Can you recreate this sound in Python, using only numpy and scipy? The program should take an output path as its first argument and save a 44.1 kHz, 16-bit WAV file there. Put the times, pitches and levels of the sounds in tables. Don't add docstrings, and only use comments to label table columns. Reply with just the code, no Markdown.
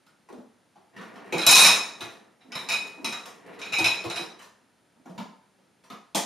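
import sys
import numpy as np
from scipy import signal
from scipy.fft import rfft, irfft, next_fast_len
from scipy.io import wavfile
from scipy.ndimage import uniform_filter1d, minimum_filter1d

SR = 44100
rng = np.random.default_rng(int(sys.argv[2]) if len(sys.argv) > 2 else 0)


def wav_out(sig):
    wavfile.write(sys.argv[1], SR, np.round(np.clip(np.atleast_2d(sig).T, -1, 1) * 32767).astype(np.int16))


N = 275709
TAIL_SAMPLES = next_fast_len(int(.65 * SR))
CONTACT_SAMPLES = int(.18 * SR)

# start in seconds, level in dB,
# upper over lowest modes in dB, ring time as a share of a free plate's.
CLINKS = [(1.324,-33.5,-9,0.13), (1.381,-31,5,0.39), (1.416,-34.5,10.5,0.4), (2.007,-40.5,5.5,0.16),
          (2.406,-73,20.5,0.82), (2.52,-41.5,0.5,0.088), (2.553,-35.5,4.5,0.16), (2.688,-30,2,0.13),
          (2.7,-33.5,-18,0.7), (2.719,-27,-2.5,0.3), (3.045,-30.5,2,0.12), (3.124,-39,7,0.14),
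          (3.529,-61.5,-1,0.14), (3.59,-52.5,7.5,0.17), (3.616,-38,-2,0.097), (3.66,-44.5,-4,0.15),
          (3.723,-27.5,-7.5,0.49), (3.733,-26,-7.5,0.37), (3.785,-29,2.5,0.16), (3.843,-20.5,-5.5,0.2),
          (3.859,-27.5,4,0.56), (3.943,-38.5,-10,0.18), (4.099,-35.5,4.5,0.23), (4.159,-32.5,2.5,.36)]
# frequency in Hz, relative level in dB, t60 in seconds.
LOW_MODES = [(2297, -9, .28), (2336, -9, .24), (2430, -8, .14), (2503, 0, .4), (2555, -9, .11),
             (2720, -13, .16), (2940, -16, .14)]
UPPER_MODES = [(3560, -12, .14), (3724, -4.5, .32), (3790, -7, .14), (3862, -4, .24), (3962, 0, .3),
               (4008, -5, .2), (4440, -11, .24), (5160, -10, .18), (5240, -3, .25), (5300, -7, .2),
               (5868, -11, .22), (5924, -11, .22), (6238, -10, .24), (6805, -9, .24), (7196, -10, .18),
               (8320, -15, .26), (8930, -9, .22), (9640, -16, .24), (11000, -14, .24), (11250, -16, .24),
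               (12290, -19, .24)]
PLATE_LONGEST_T60_S = .5
USUAL_RING_SHARE, SOLO_EXPONENT = 0.24, .45

# frequency in Hz, relative density in dB per Hz.
TICK_SPECTRUM = [(1500, -26), (3000, -8), (5000, 3), (7000, 5.5), (9000, 2.5), (11000, -0.5),
                 (15000, -11.5)]
CLACK_SPECTRUM = [(60, -46.5), (150, -3), (400, -10.5), (750, 2), (1050, 2), (1350, 2), (1700, -2),
                  (2100, -1.5), (3200, -3), (6000, -38)]
USUAL_TOUCH_DB = -35
TICK_DB, TICK_DB_PER_BRIGHTNESS_DB, TICK_DB_PER_FORCE_DB = -20.5, .9, 0.71
CLACK_DB, CLACK_DB_PER_BRIGHTNESS_DB, CLACK_DB_PER_FORCE_DB = -2.5, 0.78, -0.32
CLACK_TOP_BRIGHTNESS_DB = 6

CRASH_S, CRASH_DB = 1.465, -14
CRASH_BUILD_DB, CRASH_BUILD_S = 2, 0.042
CRASH_HOLD_S, CRASH_FALL_DB_PER_S = 0.14, 165
CHATTER_GAP_S, CHATTER_JITTER_GAPS, CHATTER_SCATTER_DB = .0225, .1, -1.85
CRASH_BRIGHTNESS_DB, BRIGHTNESS_SCATTER_DB = 4, 2
FIRST_RING_SHARE, WEDGED_RING_SHARE, WEDGING_S = 0.83, 0.3, 0.045

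# multiple of the part's pitch, relative density in dB per Hz.
THUMP_SPECTRUM = [(.2, -52), (.5, -30.5), (.82, -21.5), (1, 8.5), (1.2, -5.5), (1.7, -12), (3, -30.5),
                  (8, -58)]
PANEL_SPECTRUM = [(.15, -29), (.4, -3.5), (.65, -5.5), (.87, -1.5), (1, 2.5), (1.15, -7), (1.7, -13.5),
                  (3.5, -32), (9, -51)]
# frequency in Hz, relative density in dB per Hz.
SNAP_SPECTRUM = [(700, -27.5), (1800, 7.5), (3500, 7), (6000, -1.5), (9000, -15.5), (15000, -19)]

# start in seconds, level in dB, boom of the tub in Hz.
BUMPS = [(1.324,-27,171.3), (1.362,-34,182), (1.464,-34,124.5), (1.64,-50,170), (2.01,-42,112.5),
         (3.785,-30.5,108), (4.039,-32.5,112), (4.188,-39.5,172)]
# delay in seconds, thump in dB and panel in dB
# relative to the bump, panel in Hz.
JOLT = [(0,-0.5,-4,779), (.014,-8,-7,1074)]
RACK_THUMP_HZ = 328.2
BUMP_SNAP_DB, BUMP_TICK_DB = -7, -14.5

# start in seconds, panel in dB, panel in Hz,
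# thump in dB, hardness in dB.
KNOCKS = [(.064,-61.5,1420,-67,2), (.756,-53,785,-66,-10), (0.963,-45.5,1920,-44.5,-2),
          (.977,-48,1150,-50.5,-2.5), (1.011,-45.5,1450,-58,-1), (1.157,-47.5,1320,-64,-2),
          (1.549,-20.5,1120,-35.5,6), (3.255,-44.5,1090,-59.5,3), (4.391,-50,1623,-62,2),
          (4.421,-52,1076,-69.5,3.5), (5.178,-37.5,930,-34.5,-1), (5.585,-65,553,-69.5,-5.5),
          (5.838,-58,1036,-70,2.5), (5.9,-41,1253,-45.5,-0.5), (6.147,-26,863,-35,3.5),
          (6.154,-33.5,827,-40,5.5)]
KNOCK_THUMP_HZ = 191
REBOUND_S, REBOUND_LOSS_DB = 0.02, 7
KNOCK_SNAP_DB, KNOCK_TICK_DB, KNOCK_TICK_DB_PER_HARDNESS_DB = -6.5, -14.5, 3.2

# start in seconds, thump in dB, heel thump in Hz, floorboard in dB.
STEPS = [(.287,-45,315,-44), (2.444,-50.5,271,-60.5), (2.976,-40,290,-49), (4.955,-61,240.4,-67.5),
         (5.056,-44,228,-44.5)]
# delay in seconds, thump in dB relative to the step, thump pitch as a share
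# of the heel's, floorboard in dB relative to the step, floorboard in Hz.
FOOTFALL = [(0,-3.5,1,-2,940), (.038,1,.8,-1.5,640), (.09,0,.74,-9,720)]
STEP_SNAP_DB, STEP_TICK_DB = -18.5, -20

# start in seconds, end in seconds, wheel rumble in dB.
PUSHES = [(0.92,1.46,-44), (1.46,1.764,-39), (1.804,2.134,-48.5), (2.483,2.87,-44.5), (3.068,3.357,-50),
          (3.41,4.225,-43.5)]
PUSH_ATTACK_S, COAST_DB_PER_S = 0.055, 92
WIRES_ROLLING_DB, WIRES_SHAKEN_DB, WIRES_T60_S = -17, -12.5, 0.34
# frequency in Hz, relative density in dB per Hz.
RUMBLE_SPECTRUM = [(29, -58.5), (50, -32.5), (145, -6.5), (260, 3), (427, 1), (504, -2.5), (727, -3.5),
                   (812, -7), (1490, -11.5), (1850, -9.5), (4000, -27), (5200, -53.5), (8800, -120)]
RATTLE_SPECTRUM = [(1200, -8.5), (2500, -4.5), (4000, -2), (6500, -7.5), (10000, -4.5), (15000, -21)]
HUSH_SPECTRUM = [(15, -44), (25, -26), (54, -13), (207, 0), (462, -7.5), (978, -9.5), (1090, -15.5),
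                 (1280, -10), (2700, -17), (5880, -22.5), (7890, -23), (9770, -21), (15000, -41.5)]
HUSH_DB = -65.5

# band centre in Hz, t60 in seconds.
ROOM_T60 = [(100, 0.22), (300, 0.41), (1000, 0.55), (3000, 0.42), (6000, 0.46), (12000, 0.3)]
# frequency in Hz, correlation.
LIKENESS = [(40, 0.062), (150, 0.96), (400, 0.54), (1000, 0.73), (2400, 0.76), (4500, 0.96), (9000, 0.49),
            (13000, 0.7)]


def clinks(rooms, touches):
    out = np.zeros((2, N))
    for k, (start_s, low_db, upper_db, tick_db, clack_db, ring) in enumerate(touches):
        room = rooms[k % len(rooms)]
        tilt_db = np.clip(.3 * (tick_db - upper_db + 12), -3, 3)
        low = china(plates(LOW_MODES, ring), ring, room, tilt_db_per_octave=0, scatter_db=1.5)
        upper = china(plates(UPPER_MODES, ring), ring, room, tilt_db, scatter_db=2.5)
        tick = in_room(burst(TICK_SPECTRUM, t60_s=0.006, rise_s=0.0011), room)
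        clack = in_room(burst(CLACK_SPECTRUM, t60_s=.08, rise_s=.002), room)
        ringing = from_db(low_db) * low + from_db(upper_db) * upper
        contact = from_db(tick_db) * tick + from_db(clack_db) * clack
        add(out, start_s, ringing + contact)
    return out


def china(modes, ring, room, tilt_db_per_octave, scatter_db):
    hz, db, t60_s = np.array(modes).T[:, :, None]
    pitch, strength, sign = rng.standard_normal((3, len(modes), 1))
    hz = hz * (1 + .0008 * pitch)
    gain = from_db(db + scatter_db * strength + tilt_db_per_octave * np.log2(hz / hz[0]))
    room_power = uniform_filter1d(np.mean(np.abs(rfft(room)) ** 2, axis=0), size=11)
    passed = np.interp(hz, np.fft.rfftfreq(TAIL_SAMPLES, 1 / SR), room_power)
    gain = gain * np.sign(sign) / np.sqrt(passed)
    phase = np.float32(2 * np.pi * hz / SR) * np.arange(TAIL_SAMPLES, dtype=np.float32)
    waves = np.sin(phase) * dying(np.minimum(t60_s * ring, PLATE_LONGEST_T60_S))
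    return in_room(np.sum(np.float32(gain) * waves, axis=0), room)


def plates(modes, ring):
    recession = max(ring / USUAL_RING_SHARE, 1) ** SOLO_EXPONENT
    return np.array(modes) * [1, recession, 1]


def all_touches():
    rows = []
    for start_s, db, bright_db, ring in list(CLINKS) + chatter():
        force_db = db - USUAL_TOUCH_DB
        clack_bright_db = min(bright_db, CLACK_TOP_BRIGHTNESS_DB)
        tick_db = db + TICK_DB + TICK_DB_PER_BRIGHTNESS_DB * bright_db + TICK_DB_PER_FORCE_DB * force_db
        clack_db = db + CLACK_DB + CLACK_DB_PER_BRIGHTNESS_DB * clack_bright_db
        clack_db += CLACK_DB_PER_FORCE_DB * force_db
        rows.append((start_s, db - bright_db / 2, db + bright_db / 2, tick_db, clack_db, ring))
    return rows


def chatter(count=14):
    late, force, colour = rng.standard_normal((count, 3)).T
    strike = np.arange(count)
    after_s = CHATTER_GAP_S * (strike + CHATTER_JITTER_GAPS * late * (strike > 0))
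    build_db = -CRASH_BUILD_DB * np.exp(-after_s / CRASH_BUILD_S)
    fall_db = -CRASH_FALL_DB_PER_S * np.maximum(after_s - CRASH_HOLD_S, 0)
    db = CRASH_DB + build_db + fall_db + CHATTER_SCATTER_DB * force
    bright_db = CRASH_BRIGHTNESS_DB + BRIGHTNESS_SCATTER_DB * colour
    freedom = np.exp(-after_s / WEDGING_S)
    ring = WEDGED_RING_SHARE + (FIRST_RING_SHARE - WEDGED_RING_SHARE) * freedom
    return list(zip(CRASH_S + after_s, db, bright_db, ring))


def knocks(rooms):
    out = np.zeros((2, N))
    for k, (start_s, thump_db, thump_hz, panel_db, panel_hz, snap_db, tick_db) in enumerate(all_blows()):
        room = rooms[k % len(rooms)]
        thump = burst(np.array(THUMP_SPECTRUM) * [thump_hz, 1], t60_s=0.087, rise_s=0.012)
        panel = burst(np.array(PANEL_SPECTRUM) * [panel_hz, 1], t60_s=.065, rise_s=.0015)
        snap = burst(SNAP_SPECTRUM, t60_s=.025, rise_s=.001)
        tick = burst(TICK_SPECTRUM, t60_s=.024, rise_s=.0018)
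        for db, part in (thump_db, thump), (panel_db, panel), (snap_db, snap), (tick_db, tick):
            add(out, start_s, from_db(db) * in_room(part, room))
    return out


def all_blows():
    rows = []
    for start_s, thump_db, heel_hz, board_db in STEPS:
        footfall = [(delay_s, thump, share * heel_hz, *board) for delay_s, thump, share, *board in FOOTFALL]
        rows += contacts(start_s, thump_db, board_db, footfall, STEP_SNAP_DB, STEP_TICK_DB)
    for start_s, db, boom_hz in BUMPS:
        jolt = [(delay_s, thump, hz, *panel)
                for (delay_s, thump, *panel), hz in zip(JOLT, (RACK_THUMP_HZ, boom_hz))]
        rows += contacts(start_s, db, db, jolt, BUMP_SNAP_DB, BUMP_TICK_DB)
    for start_s, panel_db, panel_hz, thump_db, hardness_db in KNOCKS:
        bounce = [(k * REBOUND_S, -k * REBOUND_LOSS_DB, KNOCK_THUMP_HZ, -k * REBOUND_LOSS_DB, panel_hz)
                  for k in (0, 1)]
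        snap_db = KNOCK_SNAP_DB + hardness_db
        tick_db = KNOCK_TICK_DB + KNOCK_TICK_DB_PER_HARDNESS_DB * hardness_db
        rows += contacts(start_s, thump_db, panel_db, bounce, snap_db, tick_db)
    return rows


def contacts(start_s, thump_db, panel_db, pattern, snap_db, tick_db):
    rows = []
    for delay_s, thump, thump_hz, panel, panel_hz in pattern:
        level_db = panel_db + panel
        rows.append((start_s + delay_s, thump_db + thump, thump_hz,
                     level_db, panel_hz, level_db + snap_db, level_db + tick_db))
    return rows


def burst(spectrum, t60_s, rise_s):
    closing = 1 - np.exp(-np.arange(CONTACT_SAMPLES) / SR / max(rise_s, 1e-5))
    noise = coloured(rng.standard_normal(CONTACT_SAMPLES), spectrum)
    return noise * closing * dying(t60_s, size=CONTACT_SAMPLES)


def rolling(room, touches):
    t = np.arange(N) / SR
    pushes = []
    for start_s, end_s, db in PUSHES:
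        attack = np.clip((t - start_s) / PUSH_ATTACK_S, 0, 1)
        pushes.append(attack * from_db(db - COAST_DB_PER_S * np.maximum(t - end_s, 0)))
    moving = np.max(pushes, axis=0)
    shaken_power = np.zeros((1, N))
    for start_s, _, upper_db, *_ in touches:
        shake = from_db(upper_db + WIRES_SHAKEN_DB) * dying(WIRES_T60_S)[None]
        add(shaken_power, start_s, shake ** 2)
    wheels = moving * coloured(grains(per_s=900, spread_db=-1.0), RUMBLE_SPECTRUM)
    wire_level = from_db(WIRES_ROLLING_DB) * moving + np.sqrt(shaken_power[0])
    wires = wire_level * coloured(grains(per_s=100, spread_db=2.0), RATTLE_SPECTRUM)
    return signal.fftconvolve((wheels + wires)[None], room / np.linalg.norm(room), axes=1)[:, :N]


def grains(per_s, spread_db):
    sizes = from_db(spread_db * np.minimum(rng.exponential(1, N), 4))
    return (rng.random(N) < per_s / SR) * sizes * rng.standard_normal(N)


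def kitchen_hush():
    return from_db(HUSH_DB) * coloured(diffuse(next_fast_len(N))[:, :N], HUSH_SPECTRUM)


def kitchen(direct_db, tub_db, tub_t60_s):
    noise, hz = rfft(diffuse(TAIL_SAMPLES)), np.fft.rfftfreq(TAIL_SAMPLES, 1 / SR)
    tail = 0
    for centre_hz, t60_s in ROOM_T60:
        share = at_hz([(f, float(f == centre_hz)) for f, _ in ROOM_T60], hz)
        tail = tail + irfft(noise * share, TAIL_SAMPLES) * dying(t60_s)
    tub = diffuse(TAIL_SAMPLES) * dying(tub_t60_s)
    room = (rms_one(tail) + from_db(tub_db) * rms_one(tub)) / np.sqrt(TAIL_SAMPLES)
    room[:, 0] += from_db(direct_db)
    return room


def diffuse(size):
    mid, side = rfft(rng.standard_normal((2, size)))
    alike = np.clip(at_hz(LIKENESS, np.fft.rfftfreq(size, 1 / SR)), -.95, .95)
    return irfft(np.sqrt(1 + alike) * mid + np.sqrt(1 - alike) * side * [[1], [-1]], size)


def in_room(x, room):
    wet = signal.fftconvolve(x[None].astype(np.float32), room.astype(np.float32), axes=1)[:, :TAIL_SAMPLES]
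    return wet / np.sqrt(np.sum(wet ** 2) / 2 / (.03 * SR))


def coloured(x, spectrum):
    size = next_fast_len(x.shape[-1])
    gain = from_db(at_hz(spectrum, np.fft.rfftfreq(size, 1 / SR)))
    return rms_one(irfft(rfft(x, size) * gain, size)[..., :x.shape[-1]])


def dying(t60_s, size=TAIL_SAMPLES):
    rate = np.float32(np.log(1000) / SR / np.maximum(t60_s, 1e-3))
    return np.exp(-np.minimum(rate * np.arange(size, dtype=np.float32), 40))


def at_hz(points, hz):
    points = np.array(points)
    return np.interp(np.log(np.maximum(hz, 1)), np.log(points[:, 0]), points[:, 1])


def from_db(db):
    return 10 ** (np.asarray(db) / 20)


def rms_one(x):
    return x / np.sqrt(np.mean(x ** 2) + 1e-20)


def add(out, start_s, sound):
    start = max(round(start_s * SR), 0)
    out[:, start:start + sound.shape[1]] += sound[:, :max(N - start, 0)]


def scene(places=7):
    rooms = [kitchen(direct_db=-9, tub_db=-8, tub_t60_s=0.14) for _ in range(places)]
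    hush = kitchen_hush()
    touches = all_touches()
    return clinks(rooms, touches) + knocks(rooms) + rolling(rooms[0], touches) + hush


def limiter(x, ceiling_db, release_db_per_s):
    over_db = np.maximum(20 * np.log10(np.abs(x).max(axis=0) + 1e-9) - ceiling_db, 0)
    ramp_db = release_db_per_s * np.arange(N) / SR
    duck_db = np.maximum.accumulate(over_db + ramp_db) - ramp_db
    gain_db = uniform_filter1d(minimum_filter1d(-duck_db, size=65), size=65)
    return x * from_db(gain_db)


def record(dry):
    bass_cut_hz, top_cut_hz = 68, 15500
    notch_hz, notch_width_hz = 7850, 400
    lean = signal.sosfilt(signal.butter(2, bass_cut_hz, "high", fs=SR, output="sos"), dry)
    notched = signal.lfilter(*signal.iirnotch(notch_hz, notch_hz / notch_width_hz, fs=SR), lean)
    held = limiter(notched, ceiling_db=-3, release_db_per_s=1000)
    return signal.sosfilt(signal.ellip(12, .1, 80, top_cut_hz, fs=SR, output="sos"), held)


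dry = scene()
out = record(dry)
wav_out(out)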